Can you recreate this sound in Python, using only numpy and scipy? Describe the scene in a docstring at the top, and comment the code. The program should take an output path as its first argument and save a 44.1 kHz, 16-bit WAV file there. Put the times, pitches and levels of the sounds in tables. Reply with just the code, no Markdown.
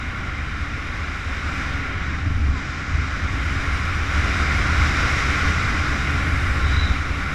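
"""Wind thumps and rushes over a camera on a rider, as a sport motorcycle leans through race track bends.
Swirls of air shed by the rider's body (the wake) buffet the camera. Large swirls rumble, flap and roar;
small ones rush, hiss and fizz over its housing, which rings at a few hollow pitches.
The engine drones faintly under the wind, and three times air crossing an edge whistles briefly."""
import sys
import numpy as np
from scipy import signal
from scipy.fft import rfft, irfft, next_fast_len
from scipy.io import wavfile
from scipy.ndimage import uniform_filter1d, map_coordinates

SR = 44100
rng = np.random.default_rng(int(sys.argv[2]) if len(sys.argv) > 2 else 0)


def inscribe(sig):
    """Save sig as 16-bit PCM at rate SR to the path in sys.argv[1].

    A 1-D sig is mono; a 2-D sig holds one channel per row.
    Samples are clipped to [-1, 1] before scaling.
    """
    pcm = np.round(np.clip(np.atleast_2d(sig).T, -1, 1) * 32767)
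    wavfile.write(sys.argv[1], SR, pcm.astype(np.int16))


N = 323694


def amp(db):
    """Turn decibels into a number to multiply a sound by."""
    return 10 ** (np.asarray(db) / 20)


def unit(x):
    """Scale x to an average strength (rms) of 1."""
    return x / np.sqrt(np.mean(x ** 2) + 1e-20)


def steady(x, seconds):
    """Even out the strength of x over the given time, then scale it to 1."""
    power = np.abs(uniform_filter1d(x ** 2, size=max(int(seconds * SR), 200)))
    return unit(x / np.sqrt(uniform_filter1d(power, size=400) + 1e-6))


def over_time(points):
    """Join (time_s, value) points with straight lines, one value per sample."""
    times_s, values = np.transpose(points)
    return np.interp(np.arange(N) / SR, times_s, values)


def over_pitch(points, hz):
    """Read (pitch_hz, level_db) points at hz, with the octaves evenly spaced."""
    pitch_hz, level_db = np.transpose(points)
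    return np.interp(np.log(hz + 1), np.log(pitch_hz + 1), level_db)


def wobble(rate_hz):
    """A smooth curve through rate_hz random values a second."""
    values = rng.standard_normal(int(N * rate_hz / SR) + 4)
    return map_coordinates(values, [np.arange(N) * rate_hz / SR])


def filtered(x, gain_at):
    """Turn each frequency in x up or down by gain_at(hz)."""
    size = next_fast_len(N + SR // 2)
    return irfft(rfft(x, size) * gain_at(np.fft.rfftfreq(size, 1 / SR)), size)[:N]


# Where the hollow camera housing rings: pitch_hz, width_hz, lift_db
HOUSING_RINGS = [(281.5, 50, 5.5), (794, 107, 4.5), (1120, 69, 2), (1240, 60, -1), (1407, 214, 5.5),
                 (2094, 220, 2.5), (2800, 200, 2), (3683, 170, 5.5), (3906, 165, 4.5), (4980, 340, 4),
                 (5630, 180, 1.5), (6860, 300, 3.5), (7620, 290, 5)]
def housing_db(hz):
    """How much the ringing housing lifts each frequency."""
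    return sum(db * 2 ** -((2 * (hz - centre) / width) ** 2) for centre, width, db in HOUSING_RINGS)


def wind_noise(tone, patchy_db):
    """Air noise of strength 1, shaped by tone and the housing; passing swirls lift patches of it."""
    grid = signal.stft(rng.standard_normal(N), nperseg=512)[2]
    patches = uniform_filter1d(rng.standard_normal(grid.shape), size=6, axis=0)  # blur across pitch
    patches = uniform_filter1d(patches, size=14, axis=1)  # blur across time
    noise = signal.istft(grid * amp(patchy_db * unit(patches)), nperseg=512)[1][:N]
    return unit(filtered(noise, lambda hz: amp(over_pitch(tone, hz) + housing_db(hz))))


# Strength of the wake, the churning air behind the rider's body: time_s, lift_db
WAKE_STRENGTH = [(0.0, -5), (2.05, -4.5), (2.5, 7.5), (2.6, -5), (2.8, -8.5), (2.95, 2), (3.1, -4),
                 (3.95, 1.5), (4.05, 0), (4.2, 2.5), (4.4, 2), (4.85, 4.0), (5.2, 0.1), (5.9, 1), (6.0, 0),
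                 (6.9, 6), (7.05, 0.5), (7.34, -4.5)]
# The strongest swirls in the wake: peak_s, lift_db
WAKE_THUMPS = [(.63, 6), (1.03, 7), (1.28, 4), (1.47, 4), (1.76, 10), (1.96, 7), (2.11, 7), (2.28, 6.5),
               (2.46, 1.5), (3.0, 5.5), (3.239, 7), (3.49, 4), (3.72, 5.5), (3.85, 3), (4.19, 9.5),
               (4.3, 3.5), (4.57, 3), (4.81, 5.5), (5.48, 6), (5.82, 5), (5.94, 4), (6.3, 4), (6.67, 7)]
# Balance of low and high in the buffeting: pitch_hz, relative_db
BUFFET_TONE = [(25, -22), (45, -16), (58, -3.5), (74, 4.5), (90, -2), (106, -14.5), (150, -30.5),
               (250, -37), (500, -68), (1000, -90)]
def buffeting(base_db=-26, throb_db=1.5, thump_half_s=0.023):
    """Swirls shed by the rider's body thump the camera: a random throb, and a few that stand out."""
    t = np.arange(N) / SR
    thump_db = sum(db * np.exp(-((t - peak_s) / thump_half_s) ** 2) for peak_s, db in WAKE_THUMPS)
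    level_db = base_db + over_time(WAKE_STRENGTH) + thump_db + throb_db * wobble(rate_hz=14)
    return amp(level_db) * steady(wind_noise(BUFFET_TONE, patchy_db=0.6), seconds=0.09)


# Airstream over the camera, dipping sharply around 2.4 s and peaking near 5 s: time_s, lift_db
AIR_STRENGTH = [(0.0, -4), (0.55, -4.4), (1.05, -3.0), (1.2, -3.5), (1.6, -0.7), (2.15, -2.5), (2.3, -6.5),
                (2.5, -6.5), (2.6, -4.5), (3.3, -1.6), (3.65, 0.5), (4.0, -0.2), (4.25, 3), (5.15, 5.5),
                (5.7, 3.0), (6.9, 0.3), (7.1, -1.5), (7.34, -0.5)]
# Extra rise and fall of the flapping: time_s, lift_db
FLAPPING_SWELL = [(0, 0.5), (.75, 1), (1.25, -3.5), (1.55, 1.5), (1.85, -0.5), (2.15, 3), (3.5, 0),
                  (3.95, -1.5), (4.5, 1), (6.15, 2.5), (6.55, -2), (7.34, 2)]
# Balance of low and high in the rumble, flapping and roar: pitch_hz, relative_db
RUMBLE_TONE = [(4, -2), (12, -9), (22, 6), (36, -8), (48, 7.5), (62, -9), (100, -20), (300, -90)]
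FLAPPING_TONE = [(60, -27), (105, 0.5), (135, 2), (165, -3), (205, -4), (240, -7), (290, -11), (400, -24),
                 (900, -58), (2000, -90)]
ROAR_TONE = [(100, 1.5), (200, -5), (270, 1), (330, 3), (450, -1), (680, -1.5), (900, -7), (1300, -9.5),
             (3000, -50), (6000, -80)]
def gusts(rumble_base_db=-31, flapping_base_db=-33.5, roar_base_db=-37):
    """Large swirls: the rumble mostly follows the wake, the roar mostly the airstream, flapping both."""
    air_db = over_time(AIR_STRENGTH)
    wake_db = over_time(WAKE_STRENGTH)
    rumble_db = rumble_base_db + 0.1 * air_db + 0.6 * wake_db + 1.7 * wobble(rate_hz=11)
    rumble = amp(rumble_db) * steady(wind_noise(RUMBLE_TONE, patchy_db=1.5), seconds=0.14)
    flapping_db = flapping_base_db + 0.28 * air_db + 0.35 * wake_db + over_time(FLAPPING_SWELL)
    flapping = amp(flapping_db) * steady(wind_noise(FLAPPING_TONE, patchy_db=0.5), seconds=0.21)
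    roar_db = roar_base_db + 0.79 * air_db + 0.19 * wake_db + 0.28 * wobble(rate_hz=16)
    roar = amp(roar_db) * wind_noise(ROAR_TONE, patchy_db=0.5)
    return rumble + flapping + roar


# Extra rise and fall of the hiss and of the higher fizz: time_s, lift_db
HISS_SWELL = [(0.0, -2.3), (1.6, 0.1), (1.9, -3.5), (2.3, 0), (2.48, 1), (2.56, 3), (3.45, -0.6),
              (5.0, 1.2), (6.0, 1), (6.25, -2.0), (6.9, .5), (7.34, -1.5)]
FIZZ_SWELL = [(0.0, -1), (1.65, .3), (2.1, -6), (2.35, 3.3), (2.6, -3), (3.25, -1.5), (3.35, 1), (5.5, 0.2),
              (6.55, 3.5), (6.75, 0.5), (7.34, 3)]
# Balance of low and high in the rush, hiss and fizz: pitch_hz, relative_db
RUSH_TONE = [(500, -58), (880, -15.5), (1020, -5), (1130, -1.5), (1450, -0.5), (1730, -0.5), (2380, -1),
             (2680, -10.5), (3050, -11), (3400, -14.5), (4200, -21), (5500, -46), (9000, -70)]
HISS_TONE = [(2000, -29), (3600, -3), (4500, -2), (5600, 0.5), (6300, -4), (7200, -10.5), (7800, -13.5),
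             (8600, -22.5), (12000, -50), (15000, -80)]
FIZZ_TONE = [(5000, -40), (7500, 2), (8400, -1), (9500, 0.5), (10500, -4.5), (11800, -5.5), (12800, -15),
             (13700, -15), (15000, -26)]
def rushing_air(rush_base_db=-28, hiss_base_db=-43, fizz_base_db=-58.5):
    """Small swirls on the housing rush, hiss and fizz; a stronger airstream is louder and brighter."""
    air_db = over_time(AIR_STRENGTH)
    flutter = wobble(rate_hz=21.75)  # all three flutter together
    rush_db = rush_base_db + air_db + 0.24 * flutter
    hiss_db = hiss_base_db + 1.08 * air_db + over_time(HISS_SWELL) + 0.38 * flutter
    fizz_db = fizz_base_db + 1.18 * air_db + over_time(FIZZ_SWELL) + 0.55 * flutter
    rush = amp(rush_db) * wind_noise(RUSH_TONE, patchy_db=0.5)
    hiss = amp(hiss_db) * wind_noise(HISS_TONE, patchy_db=0.5)
    fizz = amp(fizz_db) * wind_noise(FIZZ_TONE, patchy_db=1.3)
    return rush + hiss + fizz


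# Engine speed, as how often it fires: time_s, firing_hz
ENGINE_SPEED = [(0, 251.5), (1.0, 257.4), (1.65, 282.8), (1.95, 257.6), (2.6, 265), (3.2, 263.5),
                (3.7, 279.4), (4.5, 294.7), (5.4, 284), (6.05, 290.3), (6.4, 269), (7.0, 265.7),
                (7.34, 300)]
# How hard the engine works, heard as loudness: time_s, level_db
ENGINE_EFFORT = [(0, -48), (1.2, -59), (1.7, -37.5), (2.3, -50), (2.75, -39.5), (3.3, -47), (4.5, -41),
                 (5.1, -43), (5.45, -32), (5.8, -47), (6.05, -35), (6.7, -36.5), (7.34, -39)]
# The tones that make up the exhaust note: times_firing_rate, relative_db
EXHAUST_TONES = [(.5, 2), (1, 3.5), (1.5, -9.5), (2, -27), (3, -20), (4, -5.5), (5, -1)]
def engine(speed_waver=0.00796, shake_db=2.0):
    """The exhaust's tones follow the engine speed; the airstream shakes each one's strength."""
    firing_hz = over_time(ENGINE_SPEED) * (1 + speed_waver * wobble(rate_hz=18))
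    phase = 2 * np.pi * np.cumsum(firing_hz) / SR
    note = sum(amp(db + shake_db * wobble(rate_hz=22)) * np.sin(multiple * phase)
               for multiple, db in EXHAUST_TONES)
    return amp(over_time(ENGINE_EFFORT)) * unit(note)


# Three brief whistles: peak_s, pitch_hz, level_db, glide_hz_per_s, fade_db_per_s
AIR_WHISTLES = [(2.39, 785, -50, 1100, 100), (2.555, 1065, -37.5, -3000, 190), (6.81, 3915, -31, -0.5, 93)]
def whistle(peak_s, pitch_hz, level_db, glide_hz_per_s, fade_db_per_s, crest_half_s=0.07):
    """Air across an edge makes a fuzzy tone that swells and fades, purest when it is strongest."""
    from_peak_s = np.arange(N) / SR - peak_s
    crest = np.exp(-(from_peak_s / crest_half_s) ** 2)
    sag = 0.045 * (1 - crest)  # share of the pitch lost away from the peak
    hz = np.clip(pitch_hz * (1 - sag) + glide_hz_per_s * from_peak_s, pitch_hz / 2, pitch_hz * 2)
    phase = 2 * np.pi * np.cumsum(hz) / SR
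    held_cycles = 6 + 7 * crest  # the tone holds for only this many cycles, so it sounds fuzzy
    fuzz_position = np.cumsum(hz / held_cycles) / SR
    fuzz = lambda: map_coordinates(rng.standard_normal(N), [fuzz_position])
    tone = fuzz() * np.cos(phase) + fuzz() * np.sin(phase)
    return amp(level_db - fade_db_per_s * np.abs(from_peak_s)) * steady(tone, seconds=0.051)


def scene():
    """Wind in front, the engine beneath it and brief whistles, in one channel."""
    wind = buffeting() + gusts() + rushing_air()
    return (wind + engine() + sum(whistle(*row) for row in AIR_WHISTLES))[None]


def record(dry):
    """The camera keeps nothing above its highest frequency."""
    highest_hz = 15150
    return filtered(dry[0], lambda hz: hz < highest_hz)[None]


dry = scene()
out = record(dry)
inscribe(out)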